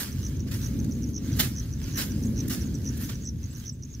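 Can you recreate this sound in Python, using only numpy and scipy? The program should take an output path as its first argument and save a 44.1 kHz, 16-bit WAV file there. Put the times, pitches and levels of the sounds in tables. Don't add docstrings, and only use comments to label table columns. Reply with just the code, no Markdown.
import sys
import numpy as np
from scipy import signal
from scipy.fft import rfft, irfft
from scipy.io import wavfile

SR = 44100
rng = np.random.default_rng(int(sys.argv[2]) if len(sys.argv) > 2 else 0)


def digitize_waveform(pressure):
    field = np.atleast_2d(pressure).T
    bounded = np.clip(field, -1, 1)
    quanta = np.round(bounded * 32767).astype(np.int16)
    wavfile.write(sys.argv[1], SR, quanta)


N = 176400
TIME = np.arange(N) / SR
FREQUENCY = np.arange(N // 2 + 1) * SR / N
STEM_LIKENESS, LEAF_LIKENESS = 0.42, 0.1


def from_db(db):
    return 10 ** (np.asarray(db) / 20)


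def rms_one(x):
    return x / np.sqrt(np.mean(x ** 2) + 1e-20)


def pan(db):
    return from_db([[db / 2], [-db / 2]])


def colour(x, spectrum):
    hz, db = np.transpose(spectrum)
    gain = from_db(np.interp(np.log(np.maximum(FREQUENCY, 1)), np.log(hz), db))
    return rms_one(irfft(rfft(x) * gain, N))


def drift(per_s):
    knots = rng.standard_normal(int(per_s * N / SR) + 2)
    return rms_one(np.interp(TIME * per_s, np.arange(len(knots)), knots))


def noise(likeness):
    white = rng.standard_normal((3, N))
    return np.sqrt(likeness) * white[0] + np.sqrt(1 - likeness) * white[1:]


def swell(centre, half, edge=2):
    return np.exp(-np.minimum(np.abs((TIME - centre) / half) ** edge, 20))


def resonate(x, modes):
    return sum((-1) ** k * from_db(db) * np.sqrt(SR / (np.pi * width))
               * signal.lfilter(*signal.iirpeak(hz, hz / width, fs=SR), x)
               for k, (hz, width, db) in enumerate(modes))


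def breaks(per_s, spread_db, likeness):
    sizes = from_db(spread_db * np.minimum(rng.exponential(1, N), 4))
    return rms_one((rng.random(N) < per_s / SR) * sizes * noise(likeness))


def fibres(likeness, break_share=0.38, snap_db=-10.5):
    tearing = np.sqrt(break_share) * breaks(per_s=5000, spread_db=2, likeness=likeness)
    sliding = np.sqrt(1 - break_share) * noise(likeness)
    snaps = from_db(snap_db) * breaks(per_s=220, spread_db=3.5, likeness=likeness)
    return tearing + sliding + snaps


def patchy(x, depth_db=2):
    edges = np.r_[0, np.geomspace(700, 15000, num=30), SR]
    spectrum = rfft(x)
    bands = (irfft(spectrum * ((FREQUENCY >= lo) & (FREQUENCY < hi)), N)
             for lo, hi in zip(edges, edges[1:]))
    return sum(band * from_db(depth_db * drift(per_s=35)) for band in bands)


def grass_envelopes(fall_db_per_s=259, flicker_db=0.28):
    # (time [s], attack [s], time to fall [s], stems [dB], leaves [dB], blade [dB])
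    cuts = [(-.006, .006, 0.025, -36, -32, -38), (.511, .004, 0.047, -44, -44, -54),
            (1.389, 0.0075, 0.054, -31.5, -31, -50), (1.967, .014, .052, -32, -31, -37.5),
            (2.494, 0.0057, 0.039, -36, -34, -55), (2.99, 0.024, 0.063, -45, -40.5, -50.5),
            (3.566, .008, .014, -57, -54, -52)]
    # (time [s], half length [s], stems [dB], leaves [dB])
    rustles = [(0.054, 0.055, -43.5, -45.5), (0.228, .12, -49.5, -52.5), (.39, 0.088, -56.5, -68),
               (.635, .06, -46, -47.5), (0.754, 0.078, -52, -56), (0.961, 0.17, -54, -55.5),
               (1.232, 0.048, -53.5, -60), (1.31, .06, -45.5, -52), (1.592, .11, -50, -55.5),
               (1.76, 0.06, -56, -63), (1.884, 0.068, -45.5, -52), (2.105, 0.086, -49, -54),
               (2.253, 0.08, -51.5, -50.5), (2.42, 0.069, -48, -54.5), (2.589, 0.062, -45.5, -51),
               (2.71, 0.086, -52, -58), (2.925, 0.12, -50, -53.5), (3.194, .07, -53.5, -58),
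               (3.33, .07, -60.5, -66), (3.461, 0.06, -55, -61), (3.605, 0.075, -53, -55.5),
               (3.74, .12, -65.5, -67.5), (3.955, 0.11, -59, -64)]
    # (time [s], half length [s], stems [dB], leaves [dB])
    tufts = [(0.485, 0.013, -45.5, -57), (0.505, 0.0043, -53, -54), (.519, 0.0053, -42.5, -43),
             (0.543, 0.0046, -44, -41), (.573, .005, -55, -43), (.847, 0.0024, -47.5, -44.5),
             (1.1, .012, -63, -50.5), (1.374, 0.01, -42, -40), (1.404, 0.0084, -25, -24.5),
             (1.962, 0.006, -45, -43), (1.987, .004, -36, -29.5), (2.484, 0.0032, -42.5, -32.5),
             (2.977, 0.0055, -49, -41.5), (3.098, 0.0049, -37.5, -52), (3.113, 0.025, -43.5, -50),
             (3.534, 0.0044, -52, -52)]
    power = np.zeros((3, N))
    for start, attack, hold, *db, ring_db in cuts:
        t = TIME - start
        shape = np.clip(t / attack, 0, 1) * from_db(-fall_db_per_s * np.maximum(t - hold, 0))
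        power[:2] += np.outer(from_db(db), shape) ** 2
        power[2] += from_db(ring_db) ** 2 * swell(start + hold / 2, hold / 2)
    for centre, half, *db in rustles:
        power[:2] += np.outer(from_db(db) ** 2, swell(centre, half, edge=2.9))
    for centre, half, *db in tufts:
        power[:2] += np.outer(from_db(db) ** 2, swell(centre, half))
    return np.sqrt(power) * from_db(flicker_db * drift(per_s=120))


def blade_ring(envelope):
    # (frequency [Hz], bandwidth [Hz], relative level [dB])
    modes = [(1720, 190, -4.5), (3200, 160, -11.5), (4060, 120, -14), (12000, 250, -11), (14100, 160, -9)]
    return resonate(envelope * noise(STEM_LIKENESS), modes)


def grass(lag_samples=3):
    # (frequency [Hz], relative density [dB])
    stem_spectrum = [(300, 1), (600, -6), (900, -6), (1300, -2.5), (1650, 2.5), (2000, -1.5), (2400, -2),
                     (3200, -1.5), (5000, 1), (6800, -0.5), (8300, -10), (11000, -12.5), (15500, -8)]
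    # (frequency [Hz], relative density [dB])
    leaf_spectrum = [(1500, -36), (4000, -18), (7000, -3.5), (8400, -6), (9600, -2), (11300, -1.5),
                     (12400, -1), (13900, -0.5), (15500, -1.5)]
    stems, leaves, blade = grass_envelopes()
    crunch = stems * colour(patchy(fibres(STEM_LIKENESS)), stem_spectrum)
    ring = blade_ring(blade)
    hiss = leaves * colour(patchy(fibres(LEAF_LIKENESS)), leaf_spectrum)
    left, right = pan(db=-4) * (crunch + ring + thick_stalk()) + pan(db=-1) * hiss
    return np.array([left, np.roll(right, lag_samples)])


def rumble(gain_db=1):
    # (time [s], relative deep level [dB], relative upper level [dB])
    levels = [(0, -41.5, -44.5), (.16, -32.5, -39.5), (.45, -31.5, -36.5), (.66, -32, -36.5),
              (.83, -30.5, -31.5), (1.14, -35, -37), (1.4, -29, -32.5), (1.54, -33, -39.5),
              (1.68, -30, -42), (1.92, -34, -38.5), (2.25, -31.5, -31), (2.55, -32, -33),
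              (2.85, -32, -35.5), (3.3, -35, -42), (3.65, -39, -46.5), (3.86, -41.5, -47), (4, -37, -49)]
    # (frequency [Hz], relative density [dB])
    deep_spectrum = [(20, -34), (32, -22), (45, -8), (60, -2), (82, -0.5), (125, -0.5), (160, -5.5),
                     (220, -22), (400, -60.5)]
    # (frequency [Hz], relative density [dB])
    upper_spectrum = [(110, -23), (165, -6.5), (200, 0.5), (245, 2), (290, -4.5), (350, -11.5), (420, -18),
                      (520, -23.5), (700, -36.5), (1200, -46.5), (3000, -68)]
    times, deep_db, upper_db = np.transpose(levels)
    deep = from_db(np.interp(TIME, times, deep_db)) * colour(noise(likeness=0.98), deep_spectrum)
    upper = from_db(np.interp(TIME, times, upper_db)) * colour(noise(likeness=0.93), upper_spectrum)
    return from_db(gain_db) * (deep + upper)


def open_air(level_db=-58.5):
    # (frequency [Hz], relative density [dB])
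    spectrum = [(400, 25), (900, -17), (1700, 5), (2500, -6.5), (5000, -3.5), (9000, -8.5), (15500, -18)]
    return from_db(level_db) * colour(noise(likeness=0.16), spectrum)


def insect_chorus(level_db=-63, flicker_db=4):
    # (frequency [Hz], relative density [dB])
    spectrum = [(4500, -19.5), (5600, -11), (6150, 0), (6500, -4.5), (7200, -21), (9000, -30)]
    envelope = from_db(level_db + flicker_db * drift(per_s=70))
    return envelope * colour(noise(likeness=0.18), spectrum)


def glide(centre, length, hz, sweep_hz, waver_hz):
    tone = np.zeros(N)
    on = np.abs(TIME - centre) < length / 2
    position = (TIME[on] - centre) / length
    waver = np.interp(position, np.linspace(-.5, .5, num=16), rng.standard_normal(size=16))
    pitch = hz + sweep_hz * position + waver_hz * waver
    phase = 2 * np.pi * (np.cumsum(pitch) / SR + rng.random())
    tone[on] = np.sqrt(2) * np.cos(np.pi * position) * np.sin(phase)
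    return tone


def scatter(call, tail_db=-8.5, t60_s=0.09):
    t = TIME[:SR // 2]
    tail = rng.standard_normal((2, len(t))) * from_db(-60 * t / t60_s)
    tail /= np.sqrt(np.sum(tail ** 2, axis=1, keepdims=True))
    return call + from_db(tail_db) * signal.fftconvolve(call[None], tail, axes=1)[:, :N]


def cricket(chirps, wings, hz, fall_hz, spread_db=0.65):
    song = np.zeros(N)
    for time, count, chirp_db in chirps:
        for delay, length, wing_db in wings[:count]:
            gain = from_db(chirp_db + wing_db + spread_db * rng.normal())
            pitch = hz * rng.normal(1, 0.009)
            song += gain * glide(time + delay, length, pitch, sweep_hz=-fall_hz, waver_hz=168)
    return song


def near_cricket():
    # (time [s], wing strokes [count], gain [dB])
    chirps = [(.119, 2, -3), (.222, 5, -5), (.396, 2, -2), (.618, 5, -4), (.792, 2, -0.5), (.913, 2, -1),
              (1.024, 3, -3.5), (1.135, 5, -3), (1.321, 2, -2.5), (1.555, 5, -2.5), (1.728, 2, -1.5),
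              (1.832, 2, -0.5), (1.929, 5, -3), (2.111, 2, -2), (2.228, 2, -1.5), (2.361, 5, -3),
              (2.612, 2, -1), (2.744, 2, 0), (2.846, 5, -3), (3.038, 2, -1), (3.147, 2, -2.5),
              (3.245, 5, -3), (3.432, 2, -2), (3.552, 2, -3), (3.651, 5, -3), (3.826, 2, -1.5),
              (3.941, 2, -2.5)]
    # (delay [s], length [s], level [dB])
    wings = [(0, .005, -42.5), (.0095, .007, -38.5), (.018, .008, -36), (.03, .011, -32),
             (.045, .012, -32.5)]
    return pan(db=-2) * scatter(cricket(chirps, wings, hz=6003, fall_hz=1110))


def far_cricket():
    # (time [s], wing strokes [count], gain [dB])
    chirps = [(.258, 3, 2), (.41, 3, -4), (.473, 1, 0), (.55, 3, 1), (.66, 3, 3), (.835, 2, 1),
              (.926, 3, 2), (1.063, 3, 2.5), (1.236, 3, 3.5), (1.475, 2, 3), (1.63, 2, -1), (1.725, 3, -5),
              (1.898, 3, 4), (2.258, 2, 9), (2.648, 3, 4), (2.905, 1, 10), (3.058, 2, 5), (3.211, 3, 4.5),
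              (3.386, 1, 1), (3.449, 2, 5), (3.572, 3, 4.5), (3.84, 2, 5), (3.904, 3, 3)]
    # (delay [s], length [s], level [dB])
    wings = [(0, .009, -56.5), (.013, .012, -53), (.028, .013, -51.5)]
    return pan(db=-3) * scatter(cricket(chirps, wings, hz=6480, fall_hz=915))


def thick_stalk(tear_s=1.404, tear_db=-33, crack_s=1.405, crack_db=-15, decay_s=0.0002):
    # (frequency [Hz], bandwidth [Hz], relative level [dB])
    modes = [(610, 49, -9), (950, 130, -17), (1280, 70, -9), (2040, 200, 0), (2870, 70, -2.5),
             (3034, 48, 2), (3220, 60, -2), (3470, 76, 1), (3690, 76, -2), (4050, 70, 2.5),
             (5100, 200, 2.5), (6750, 200, 0.5), (10900, 300, -10), (14500, 130, 7)]
    t = TIME - crack_s
    decay = (t >= 0) * np.exp(-np.clip(t / decay_s, 0, 20))
    crack = from_db(crack_db) * decay * noise(STEM_LIKENESS)
    tear = from_db(tear_db) * np.sqrt(swell(tear_s, half=0.0072)) * fibres(STEM_LIKENESS)
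    return crack + resonate(tear, modes)


def peeps():
    # (time [s], level [dB])
    calls = [(1.795, -63), (2.255, -52), (2.752, -54.5), (3.257, -51), (3.515, -53.5), (3.733, -54)]
    return scatter(sum(from_db(db) * glide(time, length=0.027, hz=7790, sweep_hz=300, waver_hz=300)
                       for time, db in calls))


def scene():
    return grass() + rumble() + open_air() + insect_chorus() + near_cricket() + far_cricket() + peeps()


def record(dry, cutoff_hz=15600):
    return signal.sosfilt(signal.ellip(12, .1, 80, cutoff_hz, fs=SR, output="sos"), dry)


dry = scene()
out = record(dry)
digitize_waveform(out)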